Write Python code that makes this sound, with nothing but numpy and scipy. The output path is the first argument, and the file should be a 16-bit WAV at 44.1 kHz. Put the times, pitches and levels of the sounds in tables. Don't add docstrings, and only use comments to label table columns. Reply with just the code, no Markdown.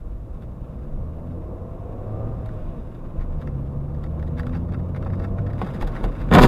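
import sys
import numpy as np
from scipy import signal
from scipy.fft import rfft, irfft
from scipy.io import wavfile
from scipy.ndimage import uniform_filter1d

SR = 44100
rng = np.random.default_rng(int(sys.argv[2]) if len(sys.argv) > 2 else 0)


def log_audio(samples):
    frames = np.atleast_2d(samples).T
    limited = np.clip(frames, -1, 1)
    pcm = np.round(limited * 32767).astype(np.int16)
    wavfile.write(sys.argv[1], SR, pcm)


N = 285327
T = np.arange(N) / SR
BRAKE_S = 5.53

# [t/s, level/dB]
LOAD = [(0, -19.5), (1.35, -8), (1.85, -13.5), (2.18, -5.5), (2.62, -11), (2.85, -19), (3.1, -22.5),
        (3.36, -3), (3.55, -0.5), (4.9, -2.5), (5.45, 2.5), (5.65, -13), (6.47, -22)]
# [f/Hz, level/dB]
SPRAY_SPECTRUM = [(700, 3), (1450, 12), (1900, 1.5), (2400, 2), (2800, 0.5), (3150, -6.5), (3700, -1.5),
                  (4300, -17), (4900, -12.5), (7000, -18.5), (15000, -23)]
# [f/Hz, level/dB]
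PLASTIC_SPECTRUM = [(1500, -28.5), (3600, 12), (4300, 0.5), (4900, 6), (5600, -10), (6600, -2),
                    (8000, -6.5), (12500, -7.5), (15000, -9.5)]
# [f/Hz, width/Hz, level/dB]
SHELL_MODES = [(42, 32, 0.5), (72, 31.8, 1.5), (129.5, 17, 2), (175.3, 16.5, 6.5), (199.2, 17.4, 5),
               (241, 30, 0), (302, 22.4, -3.5), (373, 21, -6), (433, 30, -2), (476, 30, -7)]
# [t/s, body thud level/dB, sheet-metal crunch level/dB, splinter level/dB, length/s]
IMPACTS = [(6.307, -2.5, -32, -55, 0.0029), (6.313, -14, -12.5, -45, 0.0021),
           (6.325, -5.5, -9.5, -38, 0.0076), (6.338, 4, -7, -24.5, 0.0034), (6.344, -5.5, -5, -27, 0.0028),
           (6.351, 0.5, 0, -20.5, 0.0032), (6.361, 4, -15, -30, 0.0041), (6.372, -2, -2.5, -43, 0.0088),
           (6.384, -3, 1, -24, 0.0035), (6.392, -6, -8, -25, 0.0042), (6.404, 0.5, -28, -36, 0.0081),
           (6.412, 3, -5, -28, 0.002), (6.42, -9, -5, -22, 0.0039), (6.428, 6.5, -6.5, -21, 0.0028),
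           (6.434, -11, 1, -19, 0.0039), (6.442, 2, -4.5, -24, 0.0038), (6.45, -11, -15, -29, 0.0099)]


def engine(boom_db=1, waver_db=.5, uneven_db=-8, wobble=0.002, rough_db=2):
    # [t/s, f/Hz]
    revs = [(0, 45.79), (.5, 60.32), (1, 76.02), (1.5, 88.95), (2, 102.8), (2.28, 111.4), (2.6, 102.4),
            (3, 88.33), (3.38, 76.03), (3.6, 66.6), (4, 74.02), (4.5, 83.08), (5, 90.05), (5.5, 99),
            (6.47, 89.76)]
    # [f/Hz, level/dB]
    boom_response = [(50, -18), (68, -38.5), (78, -27), (98, -29.5), (110, -25.5), (120, -29.5), (134, -30),
                     (150, -34), (172, -35.5), (190, -42.5), (228, -51), (248, -34), (280, -54), (335, -42)]
    # [multiple of firing rate, lower-gear level/dB, higher-gear level/dB]
    whines = [(3.72, 2, -7.5), (4, -21, -11), (4.44, -2.5, -10), (4.95, 1, -3), (5.4, 2, -10),
              (5.98, -2, 1), (7, 2, -5), (10.96, 2, -6)]
    # [f/Hz, level/dB]
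    whine_path = [(260, -14), (335, 6.5), (390, -11), (445, 1), (490, 3), (550, -4.5), (670, -4.5),
                  (850, -15), (1150, -11.5)]
    # [f/Hz, level/dB]
    growl_spectrum = [(100, -22), (180, -4), (260, 1), (350, -1), (430, -12), (490, 3.5), (660, 2),
                      (850, -10.5), (1150, -19), (1500, -61.5), (3000, -70)]
    shift_s, shift_length_s, high_gear_growl_db = 2.18, 0.27, -4
    reference_hz = 97.6
    base_growl_db, growl_db_per_hz, growl_load_share = -40.5, 0.15, 0.55
    base_whine_db, whine_db_per_hz, whine_load_share = -45.5, 0.36, 0.63

    hz, = curves(revs)
    load_db, = curves(LOAD)
    shifted = np.clip((T - shift_s) / shift_length_s, 0, 1)
    extra_hz = hz - reference_hz

    shake = .0038 * walk(45)
    phase = 2 * np.pi * np.cumsum(hz * (1 + shake + wobble * walk(14))) / SR

    def tone(order, db):
        level = np.sqrt(2) * undb(db + waver_db * walk(21.15))
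        return level * np.sin(order * phase + rng.uniform(0, 2 * np.pi))

    boom = 0
    for order in (1, 2, 3):
        boom = boom + tone(order, boom_db + load_db + response(boom_response, order * hz))

    whine_db = base_whine_db + whine_db_per_hz * extra_hz + whine_load_share * load_db
    whine = 0
    for order, low_db, high_db in whines:
        flutter_db = 1.8 * walk(60)
        gear_db = low_db + (high_db - low_db) * shifted
        path_db = response(whine_path, order * hz)
        whine = whine + tone(order, whine_db + gear_db + path_db + flutter_db)

    count = 2048
    harmonic = np.arange(count // 2 + 1)
    strength = np.where(harmonic % 4 == 0, 1, undb(uneven_db))
    strength = strength * (harmonic > 4) * (harmonic < 120) * (harmonic != 8) * (harmonic != 12)
    cycle = irfft(strength * np.exp(2j * np.pi * rng.random(len(harmonic))))
    firing = np.interp(phase / (8 * np.pi), np.arange(count) / count, cycle, period=1)
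    growl = unit(colour(firing * undb(rough_db * walk(90)), growl_spectrum))
    growl_db = base_growl_db + growl_db_per_hz * extra_hz + growl_load_share * load_db
    growl_db = growl_db + high_gear_growl_db * shifted
    return boom + whine + undb(growl_db) * growl


def crash(thud_hz=700, crunch_hz=6000):
    # [f/Hz, width/Hz, level/dB]
    panel_modes = [(493, 110, 8), (654, 91, 0), (698, 29, 7.5), (825, 220, 0), (950, 72, 5.5),
                   (1070, 37, 8), (1133, 50, 1), (1230, 78, 4.5), (1420, 51, 7), (1480, 150, -1.5),
                   (1670, 150, -1), (1835, 250, -4.5), (2330, 53, -5), (2700, 160, -13), (3560, 280, -14.5),
                   (3760, 200, -19)]
    s, thud_db, crunch_db, splinter_db, length = np.transpose(IMPACTS)
    thuds = chatter(s, thud_db, length, rate=500, spread_db=3, rise=.3, main_db=14)
    crunches = chatter(s, crunch_db, length, rate=2200, spread_db=4, rise=.5, main_db=9)
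    cracks = chatter(s, splinter_db, length, rate=4500, spread_db=3, rise=.7)
    shell = ring(soften(thuds, thud_hz), SHELL_MODES)
    panels = ring(soften(crunches, crunch_hz), panel_modes)
    return shell + cabin(panels + colour(cracks, PLASTIC_SPECTRUM))


def knocks(length=0.0022, thump_length=0.0097, thump_hz=240):
    # [t/s, knock level/dB, body thump level/dB, contact hardness f/Hz, multiple of the dashboard's modes]
    blows_table = [(3.37, -46, -47, 1797, 1), (4.174, -35, -36, 991, .8), (5.063, -27.5, -38, 2020, 1.05),
                   (5.615, -15.5, -15, 5000, 1.03), (5.62, -35, -24, 3530, 1.25),
                   (5.737, -42, -21.5, 897, 1), (5.752, -36, -45, 3000, 1), (5.819, -29, -25, 5000, 1.1),
                   (5.827, -19.5, -28, 2500, .82), (6.04, -17.5, -19, 4000, .98)]
    # [f/Hz, width/Hz, level/dB]
    dash_modes = [(204.9, 69, 5.5), (450, 72, 10), (750, 120, 9.5), (1083, 110, 8), (1380, 91, -2),
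                  (2340, 210, -11), (2860, 170, -17), (3370, 220, -18.5)]
    blows, thumps = 0, 0
    for s, db, thump_db, contact_hz, tuning in blows_table:
        blow = chatter([s], [db], [length], rate=2500, spread_db=3, rise=.2, main_db=18)
        modes = [(hz * tuning, width, mode_db) for hz, width, mode_db in dash_modes]
        blows = blows + ring(soften(blow, contact_hz), modes)
        thumps = thumps + chatter([s], [thump_db], [thump_length], rate=900, spread_db=3, rise=.3, main_db=16)
    return blows + ring(soften(thumps, thump_hz), SHELL_MODES)


def trim(tick_db=-21):
    # [t/s, level/dB, chatter length/s, tick brightness level/dB]
    rattles = [(.424, -49.5, 0.004, 6), (2.461, -41.5, 0.0031, 8), (2.49, -44, 0.0027, 6),
               (2.949, -48.5, .007, 3), (3.21, -45.5, 0.02, 0), (3.416, -42, 0.0088, 4),
               (3.4735, -32.5, 0.0022, -6), (4.039, -39.5, 0.0044, 6), (4.196, -42, .0025, 6),
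               (4.227, -40, 0.0033, 1), (4.276, -48, 0.0076, 7), (4.383, -35.5, 0.011, -1),
               (4.396, -28.5, 0.0032, 0.5), (4.404, -32, 0.0025, 1), (4.432, -38, 0.0028, -2),
               (4.457, -49, 0.0029, 5), (4.468, -31.5, 0.0027, 1.5), (4.494, -41, 0.0036, 1),
               (4.533, -39, 0.0098, -5), (4.552, -32, 0.0053, -22), (4.564, -41, 0.0094, 2),
               (4.722, -37.5, .004, -3), (4.737, -38.5, 0.0054, -5.5), (4.744, -32.5, 0.0028, -17),
               (4.947, -36, .0027, -9), (4.962, -33, 0.0029, -3), (5.026, -38, 0.0058, -5),
               (5.049, -43, 0.0028, 4), (5.066, -39.5, 0.0076, -9), (5.102, -42, 0.0048, -13),
               (5.134, -37.5, 0.0083, -6), (5.156, -41, 0.0021, -4), (5.198, -32.5, 0.0034, -3),
               (5.22, -40.5, 0.0086, -10), (5.242, -33, 0.007, -1.5), (5.384, -37, 0.0062, -14),
               (5.467, -35, 0.0047, -17), (5.502, -41.5, 0.0081, -3), (5.533, -40.5, .004, 1),
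               (5.617, -31.5, 0.0053, 4), (5.666, -35.5, 0.007, 1), (5.746, -38.5, 0.013, 5),
               (5.812, -29, 0.0056, 3.5), (5.824, -28.5, 0.0048, 5), (5.875, -34.5, 0.004, 9.5),
               (5.964, -33.5, 0.013, -6), (6.041, -31.5, 0.0061, 8.5), (6.054, -48, 0.0056, 5),
               (6.152, -38, 0.0035, -4), (6.216, -37.5, 0.0082, 3), (6.245, -47, 0.0042, 5)]
    # [f/Hz, width/Hz, level/dB]
    trim_modes = [(826, 100, 9), (1217, 190, 6), (1390, 126, 9), (1848, 290, 5.5), (1991.6, 268, 4),
                  (2245, 167, -2), (2780, 140, -6.5), (3600, 220, -12.5), (3820, 210, -12.5),
                  (4900, 220, -16), (5860, 250, -22), (7000, 370, -32), (8700, 600, -29)]
    part_tunings = [.97, 0.96, 1.03]
    rows = np.vstack([rattles, fidgets()])
    part = rng.integers(len(part_tunings), size=len(rows))
    out = 0
    for k, tuning in enumerate(part_tunings):
        s, db, length, bright_db = rows[part == k].T
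        body = chatter(s, db, length, rate=5000, spread_db=2, rise=.9, bounce_db=9, main_db=4)
        ticks = chatter(s, db + bright_db, length, rate=9000, spread_db=2, rise=.9, bounce_db=7)
        modes = [(hz * tuning, width, mode_db) for hz, width, mode_db in trim_modes]
        out = out + ring(body, modes) + undb(tick_db) * colour(ticks, PLASTIC_SPECTRUM)
    return out


def fidgets(count=64):
    start_db, db_per_s, scatter_db = -68, 4, 7.5
    mean_length_s, mean_bright_db = 0.005, 0.5
    when, size, span, shine = rng.random((count, 4)).T
    crash_s = IMPACTS[0][0]
    driving_s = crash_s * np.sqrt(np.maximum(when, 1 / count))
    braking_s = BRAKE_S + when * (crash_s - BRAKE_S)
    s = np.where(np.arange(count) % 2, driving_s, braking_s)
    db = start_db + db_per_s * s + scatter_db * (2 * size - 1)
    return np.transpose([s, db, mean_length_s * (.5 + span), mean_bright_db * 2 * shine])


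def jolts():
    # [t/s, level/dB, f/Hz, time to fall 60 dB/s]
    swings = [(0.11, -44, 33.3, 0.88), (2.619, -27, 30.5, 1.1), (3.181, -18, 28.2, 1.14),
              (5.07, -21, 32.7, 0.3), (5.824, -16, 33.2, 0.75), (6.035, -16, 38.3, 0.6),
              (6.206, -19, 42, 0.92), (6.385, -5, 29.3, 0.81)]
    out = np.zeros(N)
    for s, db, hz, t60 in swings:
        age = np.maximum(T - s, 0)
        out += undb(db) * np.sin(2 * np.pi * hz * age) * np.exp(-np.log(1000) * age / t60)
    return out


def tyres(patchy_db=1, splash_db=2.5, bumpy_db=1):
    # [f/Hz, level/dB]
    rumble_spectrum = [(12, -35), (22, 5), (32, -4.5), (50, -5), (75, -6), (110, -14), (200, -19)]
    # [f/Hz, level/dB]
    drum_spectrum = [(50, 5.5), (85, 5.5), (145, 8.5), (200, -2), (260, -0.5), (330, -46.5), (450, -21.5)]
    rumble_db, rumble_db_per_s = -33, -0.2
    drum_db, drum_db_per_s, drum_load_share = -40, 2.07, 0.2
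    roar_db, roar_db_per_s = -49.5, 2
    spray_db, spray_db_per_s = -66.5, 0.55
    brake_attack_s, brake_roar_db, brake_spray_db = 0.12, 2.5, 10.5

    load_db, = curves(LOAD)
    run_up = np.minimum(T, BRAKE_S)
    braking = np.clip((T - BRAKE_S) / brake_attack_s, 0, 1)
    bumps = bumpy_db * walk(6.5)
    patches = patchy_db * walk(16)
    splashes = splash_db * walk(70)
    rumble = noise(rumble_spectrum) * undb(rumble_db + rumble_db_per_s * run_up + bumps)
    floor_db = drum_db + drum_db_per_s * run_up + drum_load_share * load_db
    drum = noise(drum_spectrum) * undb(floor_db + bumps)
    roar = tread() * undb(roar_db + roar_db_per_s * run_up + brake_roar_db * braking + patches)
    wet_db = spray_db + spray_db_per_s * run_up + brake_spray_db * braking
    spray = cabin(noise(SPRAY_SPECTRUM)) * undb(wet_db + splashes)
    return rumble + drum + roar + spray


def tread():
    # [f/Hz, level/dB]
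    roar_spectrum = [(150, 8), (260, 6.5), (350, 7), (420, 1), (500, 3.5), (590, -3.5), (700, -8.5),
                     (850, -9.5), (1120, -6.5), (1500, -20), (2200, -33), (4000, -61)]
    # [f/Hz, width/Hz, level/dB]
    cabin_modes = [(492.4, 29, 7), (539, 57, -1), (617, 32, 3), (676, 44, 0), (771.5, 21, -3),
                   (907, 22, -3), (1055, 29, -2.5), (1215, 92, -12)]
    resonance_db = -5.5
    return noise(roar_spectrum) + undb(resonance_db) * ring(rng.standard_normal(N), cabin_modes)


def oncoming():
    # [t when nearest/s, swell width/s, tread roar level/dB]
    cars = [(1.901, 0.5, -45.5), (2.24, 0.1, -41.5)]
    trail_s, trail_db = 0.39, -21.5
    roar = sum(undb(db) * passing(s, width) for s, width, db in cars)
    spray = sum(undb(db + trail_db) * passing(s + trail_s, width) for s, width, db in cars)
    return tread() * roar + cabin(noise(SPRAY_SPECTRUM)) * spray


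def passing(s, width):
    return 1 / np.hypot(1, (T - s) / width)


def cabin(x):
    # [delay/ms, gain]
    echoes = [(1.1, 0.042), (2.9, -0.042), (5.3, 0.14), (8.1, 0.24), (12.3, -0.14)]
    t60_s, tail_db = 0.065, -9
    count = 4096
    tail = rng.standard_normal(count) * np.exp(-np.log(1000) * T[:count] / t60_s)
    tail *= undb(tail_db) / np.sqrt(np.sum(tail ** 2))
    out = x + signal.oaconvolve(x, tail)[:N]
    power = 1 + undb(tail_db) ** 2
    for ms, gain in echoes:
        out = out + gain * np.interp(T - ms / 1000, T, x, left=0)
        power += gain ** 2
    return out / np.sqrt(power)


def chatter(times, dbs, lengths, rate, spread_db, rise=0.13, bounce_db=0, main_db=0):
    bounce_s, bounce_scatter = 0.0063, 0.12
    out = np.zeros(N)
    count = 4096
    lead = count // 4
    age = (np.arange(count) - lead) / SR
    for s, db, length in zip(times, dbs, lengths):
        hit = rng.random(count)
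        size = rng.standard_normal(count)
        sign = rng.choice([-1, 1], count)
        gap = bounce_s * np.exp(bounce_scatter * size[0])
        clicks = (hit < rate / SR) * undb(spread_db * np.minimum(size, 2)) * sign
        clicks[lead] = undb(main_db)
        build = np.exp(-np.abs(age) / (rise * length))
        decay = np.exp(-(age / length) ** 2 / 2)
        clicks *= np.where(age < 0, build, decay)
        clicks *= undb(-bounce_db * np.sin(np.pi * age / gap) ** 2)
        clicks *= undb(db) * np.sqrt(length * SR / np.sum(clicks ** 2))
        i = int(s * SR) - lead
        out[i:i + count] += clicks[:N - i]
    return out


def ring(x, modes):
    out, power = 0, 0
    for k, (hz, width, db) in enumerate(modes):
        mode = signal.lfilter(*signal.iirpeak(hz, hz / width, fs=SR), x)
        out = out + (-1) ** k * undb(db) * mode
        power += undb(db) ** 2 * np.pi * width / SR
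    return out / np.sqrt(power)


def soften(x, hz):
    return signal.sosfilt(signal.butter(2, hz, fs=SR, output="sos"), x)


def colour(x, points):
    hz, db = np.transpose(points)
    f = np.maximum(np.fft.rfftfreq(N, 1 / SR), 1)
    gain = undb(response(points, f))
    gain = gain * np.minimum(1, f / hz[0]) * np.minimum(1, hz[-1] / f) ** 2
    return irfft(rfft(x) * unit(gain), N)


def response(points, hz):
    at_hz, db = np.transpose(points)
    return np.interp(np.log(hz), np.log(at_hz), db)


def noise(points):
    return unit(colour(rng.standard_normal(N), points))


def walk(rate):
    k = int(SR / rate)
    steps = np.repeat(rng.standard_normal(N // k + 1), k)
    return unit(uniform_filter1d(uniform_filter1d(steps, k), k)[:N])


def curves(table):
    s, *columns = np.transpose(table)
    return [np.interp(T, s, c) for c in columns]


def unit(x):
    return x / np.sqrt(np.mean(x ** 2))


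def undb(db):
    return 10 ** (np.asarray(db) / 20)


def scene():
    dashboard = cabin(trim() + knocks())
    return (engine() + tyres() + oncoming() + jolts() + dashboard + crash())[None]


def record(dry):
    overload, hiss_db, top_hz = 0.69, -73.5, 14900
    x = dry / (1 + np.abs(dry / overload) ** 3) ** (1 / 3)
    x = x - 2 * signal.lfilter(*signal.iirpeak(1500, 1, fs=SR), x)
    x = x * np.minimum(T / .004, 1)
    x = x + undb(hiss_db) * rng.standard_normal(dry.shape)
    return signal.sosfilt(signal.ellip(10, .2, 80, top_hz, fs=SR, output="sos"), x)


dry = scene()
out = record(dry)
log_audio(out)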